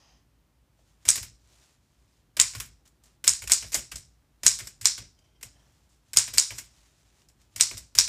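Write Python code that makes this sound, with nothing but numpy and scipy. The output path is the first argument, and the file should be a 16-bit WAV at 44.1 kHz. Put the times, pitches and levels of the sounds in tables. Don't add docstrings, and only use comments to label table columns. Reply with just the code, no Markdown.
import sys
import numpy as np
from scipy import signal
from scipy.fft import rfft, irfft, next_fast_len
from scipy.io import wavfile
from scipy.ndimage import map_coordinates

SR = 44100
rng = np.random.default_rng(int(sys.argv[2]) if len(sys.argv) > 2 else 0)


def pcm_store(signal):
    levels = np.round(np.clip(np.atleast_2d(signal), -1, 1) * 32767)
    wavfile.write(sys.argv[1], SR, levels.astype(np.int16).T)


def gain_from_db(level_db):
    decades = np.asarray(level_db, float) / 20
    return 10 ** decades


N = 356636

# time in seconds, bar level in dB, slug and frame in dB re bar, ceiling slap in dB.
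STRIKES = [(1.0882, -11.5, 4.5, -14, -10), (2.3988, -10.5, 2, -9.5, -7), (3.2776, -12.5, 5, -10.5, -6),
           (3.5192, -10, 1.5, -15.5, -9), (3.7436, -28, 8.5, -10, -6), (4.4648, -9, 3, -13, -8.5),
           (4.8557, -8, -3.5, -15.5, -14), (6.1712, -10, 2.5, -9.5, -8), (6.382, -9, 0.5, -14, -13),
           (7.6091, -10, 0, -16, -14), (7.9866, -5, -4, -16.5, -13.5)]
# time in seconds, steel in dB, frame and case in dB re steel,
# rattle damping in dB per 10 ms.
PRESSES = [(1.052, -35.5, -6, -21, 13), (2.367, -29.5, -4.5, -20.5, 14), (3.2405, -26, -6, -23.5, 18),
           (3.473, -32, -8, -33, 11), (3.718, -35, -12.5, -21, 21), (4.432, -28.5, -8.5, -21, 16),
           (4.811, -34, -12, -36, 16), (5.41, -52, -4, -17, 14), (5.428, -29.5, -9, -21, 26),
           (6.132, -29, -9, -30, 18), (6.333, -41, -10, -20, 13), (6.337, -29.5, -11.5, -26, 16),
           (7.56, -27, -11, -28.5, 21), (7.9503, -27, -9.5, -26.5, 19)]
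# time in seconds, steel in dB, frame in dB re steel.
SWINGS = [(1.062, -45, -5), (3.496, -30.5, -4), (3.729, -39, -7), (4.445, -36.5, -8.5), (4.825, -47.5, -8),
          (6.344, -40, -7), (6.36, -43, -12), (7.578, -46, -7), (7.965, -42, -8)]
# time in seconds, steel in dB, frame and sizzle in dB re steel.
TRIPS = [(1.079, -29, -2.5, -7.5), (2.392, -29.5, -0.5, -10), (3.268, -31, -3.5, -5),
         (3.51, -28.5, -5.5, -5), (4.458, -33, 1, -3), (4.845, -37.5, -2.5, -5), (6.1615, -31, -4, -7),
         (6.373, -31.5, -6, -3), (7.5975, -30.5, -3, -8), (7.978, -29.5, -4, -14)]
# time in seconds, steel in dB, frame in dB re steel.
JOLTS = [
    (3.7427, -22, -10),
    (3.7505, -29, -6.5),
    (3.753, -31, -13.5),
    (3.781, -42.5, -26),
    (3.789, -42, -22),
]
# time in seconds, steel in dB, frame and case in dB re steel.
FALLS = [(1.175, -33, -3, -21), (2.534, -47.5, 1.5, -16), (2.549, -34, -1, -21.5), (3.419, -38, 0, -23),
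         (3.438, -41, -2.5, -13), (3.623, -40, 2, -14.5), (3.643, -54.5, 9.5, -4), (3.913, -48, -6, -22),
         (3.9165, -35, 0, -21.5), (4.6, -38, 1.5, -15), (4.977, -37.5, 0.5, -17), (6.277, -37, 0.5, -17),
         (6.505, -39, 2, -18), (6.517, -44, 2, -9.5), (7.711, -39.5, 2, -13.5)]
# time in seconds, steel in dB, frame and sizzle in dB re steel,
# rattle damping in dB per 10 ms.
RELEASES = [(1.155, -26.5, -11.5, -6.5, 11.5), (1.195, -46, -17, -9.5, 8), (1.228, -37, -6.5, -2.5, 12.8),
            (2.6, -28.5, -4, -2.5, 17.1), (2.655, -58, -12, 4, 8.5), (3.956, -30.5, -15, -14.5, 14.7),
            (3.979, -43, -20.5, -9, 15.8), (4.586, -34, -9.5, -9, 10.4), (4.67, -35, -10.5, -8.5, 13.4),
            (5.016, -56.5, -20, -15, 14), (5.891, -70, -18, -13.5, 3.2), (6.494, -49, -5.5, -24, 14),
            (6.579, -42, -5, -6, 12), (6.583, -28.5, -8, -6.5, 20.7), (7.769, -39, -9, -13.5, 9.85),
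            (7.777, -34.5, -15, -7, 14.4), (8.076, -33, -5.5, -15.5, 12.8)]
# time in seconds, steel in dB, frame and case in dB re steel.
NUDGES = [(0.79, -73.5, 2, 7), (2.858, -61.5, -3, -25.5), (3.036, -54, -6, -19.5), (3.056, -58, -12, -14.5),
          (5.189, -66, -10, -14.5), (5.242, -71, 2, -6), (5.27, -77, 3, 3), (7.285, -54, -16, -25),
          (7.297, -64.5, 2, -9), (7.414, -61.5, -4, -20)]
# start in seconds, length in seconds, sizzle in dB, steel in dB re sizzle.
DRAGS = [(2.56, .042, -58, 1), (2.62, .04, -63, -3), (2.874, .008, -66, 2), (3.255, .015, -48, 0),
         (3.425, .02, -53, -3), (3.65, .065, -61, -3), (3.72, .024, -46, 5), (4.44, .02, -45, -4),
         (4.63, .042, -61, 4), (5.435, .02, -60, -3), (5.89, .1, -90, 8), (6.53, .055, -60, 5),
         (6.615, .05, -67, -3), (7.74, .03, -64, 0)]
# time in seconds, level in dB.
THUMPS = [(1.22, -58), (2.57, -57), (2.59, -58), (3.395, -64), (3.43, -56), (3.64, -53), (3.757, -44),
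          (3.89, -68), (4.58, -61), (4.62, -56), (4.662, -59), (4.988, -54), (5.025, -58), (5.427, -64),
          (6.33, -56), (6.525, -56), (6.61, -65), (7.55, -67)]

# centre in Hz, width in Hz, level in dB.
BAR_MODES = [(3880, 900, -7.5), (5200, 750, 0), (5950, 700, -2)]
SLUG_MODES = [(6771, 630, 1), (8066, 1100, 2), (9360, 3100, -8.5)]
FRAME_MODES = [(1011.6, 250, -7.5), (1547, 370, -4.5), (2200, 640, -1.5), (3375, 1300, -5.5)]
SIZZLE_MODES = [(10050, 2600, 1), (14000, 4000, -3)]
CASE_MODES = [(220.01, 20, 1), (326, 50, -0.5), (392.3, 52, -1.5), (620, 220, -3)]
# centre in Hz, width in Hz, level in dB.
RING_MODES = [(2265, 40, -11.5), (4860, 30, -4), (5396, 25, -1), (5902, 25, -5.5), (7025, 6, 0.5),
              (7060, 14, -3), (7630, 26, -1.5), (7730, 22, 0), (8050, 30, -2.5), (6845, 22, 0),
              (7420, 27, -3), (11400, 120, -16)]
# centre in Hz, width in Hz, level in dB.
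SLAP_MODES = [(5250, 2000, -7.5), (7800, 5200, 0)]
# delay in seconds, level in dB.
WALLS = [(.0043, -13.5), (0.011, -17.5), (.0135, -15), (.023, -18), (.03, -22)]
# t60 in seconds, level in dB.
DIFFUSE = [(0.36, -8), (.29, -7), (0.26, -6), (0.11, -5.5), (0.22, -4.5)]
# centre in Hz, width in Hz, level in dB.
COMB_MODES = [(1010, 100, -8), (1500, 80, -6), (2250, 130, 0), (3010, 210, -8), (3970, 120, -9)]

# centre in Hz, width in Hz, level in dB.
CREEP_MODES = [(619, 70, -1), (1520, 80, -9), (2160, 160, -9), (3140, 70, 5), (4860, 120, -7),
               (5470, 220, -8), (5910, 180, -6)]
EASE_MODES = [(603, 90, 0), (1000, 200, -7), (1770, 160, -5), (3190, 200, -6), (5120, 150, -8),
              (5700, 300, -6), (6300, 300, -9)]
# time in seconds, level in dB.
CREEP_LEVEL = [(5.18, -76), (5.25, -73), (5.3, -76), (5.35, -75), (5.4, -80)]
EASE_LEVEL = [(5.47, -72), (5.53, -74), (5.6, -70), (5.68, -74), (5.76, -80)]
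# pitch in Hz, level in dB, start in seconds, t60 in seconds.
SPRING_PINGS = [(4830, -61, 5.19, .045), (6550, -68, 5.19, .04), (5950, -64, 5.242, .045),
                (5600, -72, 5.27, .04)]
# centre in Hz, width in Hz, level in dB.
CARRIAGE_MODES = [(650, 500, -3), (1300, 600, -7), (1840, 200, -4.5), (2600, 400, -7), (3130, 320, -3.5),
                  (3900, 290, -7), (5000, 350, 0.5), (5800, 400, -2.5), (6330, 350, -0.5)]
# time in seconds, level in dB.
SLIDE_LEVEL = [(0, -64), (.11, -65), (.19, -72), (.24, -82.5)]

# centre in Hz, width in Hz, level in dB.
DESK_MODES = [(53, 9.3, 4.5), (92, 40, 1), (113.8, 50, 0), (134, 22, -16.5)]
# time in seconds, peak in dB, t60 in seconds.
THUDS = [(1.072, -45, 0.95), (1.205, -42.5, .55), (2.394, -46, 0.56), (2.575, -43, 0.714),
         (3.27, -48, 0.69), (3.44, -45, 1), (3.655, -44, .35), (3.772, -44, 0.35), (3.944, -45.5, 0.565),
         (4.46, -46, 1), (4.63, -46, 0.306), (4.832, -47.5, 0.42), (5.0, -44, .45), (5.46, -54, 0.193),
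         (6.165, -44, .6), (6.302, -47, .8), (6.534, -42.5, 0.413), (7.574, -47.5, 0.79),
         (7.745, -44, 0.44), (7.972, -48, 0.75)]
# closest pass in seconds, peak in dB, seconds to swell 20 dB, seconds to fade 20 dB.
BRUSHES = [(.8, -78, 0.07, 0.31), (.9, -72, 0.1855, 0.14), (1.03, -70.5, 0.04, 0.17),
           (1.52, -65, 0.1437, 0.1161), (1.63, -63.5, 0.21, 0.2155), (1.91, -76, 0.16, 0.29),
           (2.03, -76, 0.13, 0.07), (2.14, -73, 0.1, 0.16), (2.856, -64, 0.0062, .05),
           (3.058, -66.5, 0.04, 0.14), (4.12, -82, .1, 0.27), (4.42, -75, 0.03, 0.07),
           (5.192, -67.5, 0.005, 0.0055), (5.24, -77, 0.12, 0.28), (5.57, -75, 0.13, .3),
           (5.78, -73, 0.39, .25), (5.93, -72, .05, .12), (6.09, -72, 0.09, 0.36), (6.8, -65.5, 0.3, 0.28),
           (7.0, -72, 0.48, 0.1), (7.22, -68, 0.46, 0.07), (7.416, -68, 0.05, 0.1), (7.54, -69, 0.06, 0.58)]
# frequency in Hz, density in dB per Hz.
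SKIN_SPECTRUM = [(240, -34.5), (400, 0), (487, -13.5), (542, -2.5), (949, -5), (1390, -6), (7240, -3.5),
                 (15000, -22)]
# frequency in Hz, density in dB per Hz.
HUSH_SPECTRUM = [(20, -42), (40, -6.5), (58, 0.5), (85, -10.5), (145, -9.5), (180, -19), (290, -18.5),
                 (450, -27), (1000, -29.5), (2000, -34.5), (7000, -39.5), (15400, -44.5)]

CONTACT_S = np.arange(SR // 16) / SR


def unit(x):
    return x / np.sqrt(np.mean(x ** 2) + 1e-20)


def along(points, hz):
    f, v = np.transpose(points)
    return np.interp(np.log(hz + 1), np.log(f + 1), v)


def filtered(x, response):
    m = next_fast_len(N + SR // 2)
    return irfft(rfft(x, m) * response(np.fft.rfftfreq(m, 1 / SR)), m)[..., :N]


def resonant(x, modes, low_hz, high_hz):
    def response(f):
        peaks = 0
        for k, (hz, width_hz, db) in enumerate(modes):
            damping = 1j * f * width_hz
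            peaks = peaks + (-1) ** k * gain_from_db(db) * damping / (hz * hz - f * f + damping)
        gain = peaks * (1j * f / (low_hz + 1j * f)) ** 2 / (1 + 1j * f / high_hz) ** 2
        return gain / np.sqrt(np.mean(np.abs(gain) ** 2))
    return filtered(x, response)


def wobble(rate_hz, size):
    knots = rng.standard_normal(int(size * rate_hz / SR) + 4)
    return map_coordinates(knots, [np.arange(size) * rate_hz / SR])


def level(points):
    rows = [(points[0][0] - .03, -100), *points, (points[-1][0] + .03, -100)]
    return gain_from_db(np.interp(np.arange(N) / SR, *np.transpose(rows)))


def slowly(shape):
    t = np.arange(0, N / SR + .002, .001)
    return np.interp(np.arange(N) / SR, t, shape(t))


def add(forces, s, shape, bar_db, parts_db, grain_db, edge):
    grit = unit(gain_from_db(grain_db * wobble(1500, size=len(shape))) * rng.standard_normal((5, len(shape))))
    grit[:, 0] = edge
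    force = shape * grit
    force *= np.linalg.norm(shape) / np.linalg.norm(force, axis=1, keepdims=True)
    gain = gain_from_db(bar_db + np.array([0, *parts_db]))[:, None]
    forces[:, round(s * SR):][:, :len(shape)] += gain * force


def strikes(forces, slaps):
    t, ceiling_delay_s = CONTACT_S, .0158
    crack = gain_from_db(-60 * (t / 0.002995) ** 2) + gain_from_db(-9.5 - 60 * t / 0.035)
    answer = gain_from_db(-60 * (t / .002) ** 2) + gain_from_db(-22 - 60 * t / .015)
    for s, db, slug, frame, slap_db in STRIKES:
        add(forces, s + 0.00016, crack, db + 3, (slug, frame, -22.5, frame - 21), grain_db=2.0, edge=3.5)
        slap = (db > -18) * answer + 1e-9
        slap_parts_db = (slug + 7, -40, -40, -40)
        add(slaps, s + ceiling_delay_s, slap, db - 2.5 + slap_db, slap_parts_db, grain_db=.1, edge=6)


def links():
    rows = [(s, db, frame, -9, -24, 5.5) for s, db, frame in SWINGS]
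    rows += [(s, db, frame, sizzle, -25, 4.5) for s, db, frame, sizzle in TRIPS]
    rows += [(s, db, frame, -8, -21, 9) for s, db, frame in JOLTS]
    rows += [(s, db, frame, -7.5, case, damping) for s, db, frame, case, damping in PRESSES]
    rows += [(s, db, frame, sizzle, -27, damping) for s, db, frame, sizzle, damping in RELEASES]
    rows += [(s, db, frame - 2.5, -8, case, 12.93) for s, db, frame, case in FALLS]
    rows += [(s, db, frame - 2.5, -8, case, 16.8) for s, db, frame, case in NUDGES]
    return rows


def rattles(forces):
    t = CONTACT_S
    for s, db, frame, sizzle, case, damping_db in links():
        rattle = (1 - np.exp(-t / 0.0015)) * gain_from_db(-damping_db * t * 94.8 - 60 * (t / 0.043) ** 4)
        parts_db = (1.5, frame + 5, sizzle + 4, case + 9)
        add(forces, s, rattle, db - 1.5, parts_db, grain_db=3.5, edge=0)


def drags(forces):
    for s, length_s, db, steel in DRAGS:
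        stroke = np.sqrt(np.sin(np.linspace(0, np.pi, round(length_s * SR))))
        add(forces, s, stroke, db + steel, (2.5, -7, -steel, -22), grain_db=2.5, edge=0)


def thumps(forces):
    push = (1 - np.exp(-CONTACT_S / .002)) * gain_from_db(-60 * CONTACT_S / .035)
    for s, db in THUMPS:
        add(forces, s, push, db - 40, (0, 15, 0, 41), grain_db=1.5, edge=0)


def contacts():
    forces, slaps = np.zeros((5, N + SR)), np.zeros((5, N + SR))
    strikes(forces, slaps)
    rattles(forces)
    drags(forces)
    thumps(forces)
    return forces[:, :N], slaps[:, :N]


def parts(forces):
    bar, slug, frame, sizzle, case = forces
    return (resonant(bar, BAR_MODES, 3500, 8000) + resonant(slug, SLUG_MODES, 5500, 9500)
            + resonant(frame, FRAME_MODES, 700, 4500) + resonant(sizzle, SIZZLE_MODES, 8000, 16000)
            + resonant(case, CASE_MODES, 120, 1500))


def comb():
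    knocks, t = np.zeros(N + SR), np.arange(SR // 200) / SR
    for s, db, frame, case in FALLS:
        burst = gain_from_db(-60 * t / .002) * rng.standard_normal(len(t))
        burst /= np.linalg.norm(burst)
        knocks[round((s + .0012) * SR):][:len(t)] += gain_from_db(db + frame + 15.5) * burst
    return resonant(knocks[:N], COMB_MODES, 600, 6000)


def creaking():
    def grain():
        return gain_from_db(4 * wobble(90, size=N) + 2 * wobble(700, size=N)) * rng.standard_normal(N)
    squeak = level(CREEP_LEVEL) * unit(resonant(grain(), CREEP_MODES, 300, 9000))
    groan = level(EASE_LEVEL) * unit(resonant(grain(), EASE_MODES, 300, 9000))
    return squeak + groan


def spring():
    t = np.arange(SR) / SR
    out = np.zeros(N)
    for hz, db, s, t60 in SPRING_PINGS:
        waver = 1 + .3 * wobble(60, size=SR)
        phase = 2 * np.pi * np.cumsum(hz + 85 * wobble(450, size=SR)) / SR
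        out[round(s * SR):][:SR] += waver * gain_from_db(db - 60 * t / t60) * np.sin(phase)
    return out


def carriage():
    return level(SLIDE_LEVEL) * unit(resonant(rng.standard_normal(N), CARRIAGE_MODES, 300, 9000))


def desk():
    rise_db_per_s, idle_db, thud_life_s = 650, -76, 0.28

    def push(life):
        def thuds(t):
            total = 0
            for s, db, t60 in THUDS:
                fall_db = 60 * (t - s) / (life * t60) + 20 * ((t - s) / (life * thud_life_s)) ** 4
                total = total + gain_from_db(db - np.where(t < s, rise_db_per_s * (s - t), fall_db))
            return total
        return gain_from_db(idle_db) + slowly(thuds)

    shake = rng.standard_normal(N)
    lowest = unit(resonant(shake, DESK_MODES[:1], 23, 300))
    upper = unit(resonant(shake, DESK_MODES[1:], 60, 300))
    return gain_from_db(-1) * push(1) * lowest + gain_from_db(-3) * push(.55) * upper


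def hands():
    roundness = 1.5

    def nearness(t):
        power = 0
        for s, db, swell_s, fade_s in BRUSHES:
            away = np.abs(t - s) / np.where(t < s, swell_s, fade_s)
            power = power + gain_from_db(2 * db - 40 * away ** roundness)
        return np.sqrt(power)

    grains = gain_from_db(1.2 * wobble(25, size=N) + 1.8 * wobble(600, size=N)) * rng.standard_normal(N)
    return slowly(nearness) * unit(filtered(grains, lambda hz: gain_from_db(along(SKIN_SPECTRUM, hz))))


def walls(forces):
    echoes = np.zeros((5, N))
    for delay_s, db in WALLS:
        echoes += gain_from_db(db) * np.pad(forces, ((0, 0), (round(delay_s * SR), 0)))[:, :N]
    return gain_from_db([[-2], [0], [-5], [-7], [-3]]) * echoes


def diffuse(forces):
    t = np.arange(SR // 2) / SR
    t60, db = np.transpose(DIFFUSE)[:, :, None]
    decay = (1 - np.exp(-(t / 0.0064) ** 2)) * gain_from_db(-120 * t / t60)
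    decay = gain_from_db(2 * db) * decay / decay.sum(axis=1, keepdims=True)
    power = signal.fftconvolve(forces ** 2, decay, axes=1)[:, :N]
    echoes = unit(gain_from_db(2.2 * wobble(1200, size=N)) * rng.standard_normal((5, N)))
    return np.sqrt(np.abs(power)) * echoes


def hush():
    noise = unit(filtered(rng.standard_normal(N), lambda hz: gain_from_db(along(HUSH_SPECTRUM, hz))))
    hum_phase = 2 * np.pi * np.cumsum(57 + 3 * wobble(6, size=N)) / SR
    hum = gain_from_db(-64 + 2.2 * wobble(7, size=N)) * np.sin(hum_phase)
    return gain_from_db(-65 + 1.1 * wobble(3.2, size=N)) * noise + hum


def scene():
    forces, slaps = contacts()
    machine = parts(forces + walls(forces) + diffuse(forces))
    ring = gain_from_db(-11.5) * resonant(forces[0] + forces[1], RING_MODES, 1600, 12000)
    ceiling = resonant(parts(slaps), SLAP_MODES, 2500, 11000)
    mechanism = machine + ring + ceiling + comb() + creaking() + spring() + carriage()
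    return (mechanism + desk() + hands() + hush())[None]


def roll_off(x):
    return signal.sosfilt(signal.butter(12, 16450, fs=SR, output="sos"), x)


def record(dry):
    top_hz, ceiling_level = 15450, .95
    heard = filtered(dry, lambda hz: (1j * hz / (33 + 1j * hz)) ** 3)
    overloaded = heard / (1 + np.abs(heard / ceiling_level) ** 6) ** (1 / 6)
    dulled = filtered(overloaded, lambda hz: gain_from_db(-32 * np.clip((hz - top_hz) / 250, 0, 1)))
    return roll_off(np.clip(dulled, -1, 1))


dry = scene()
out = record(dry)
pcm_store(out)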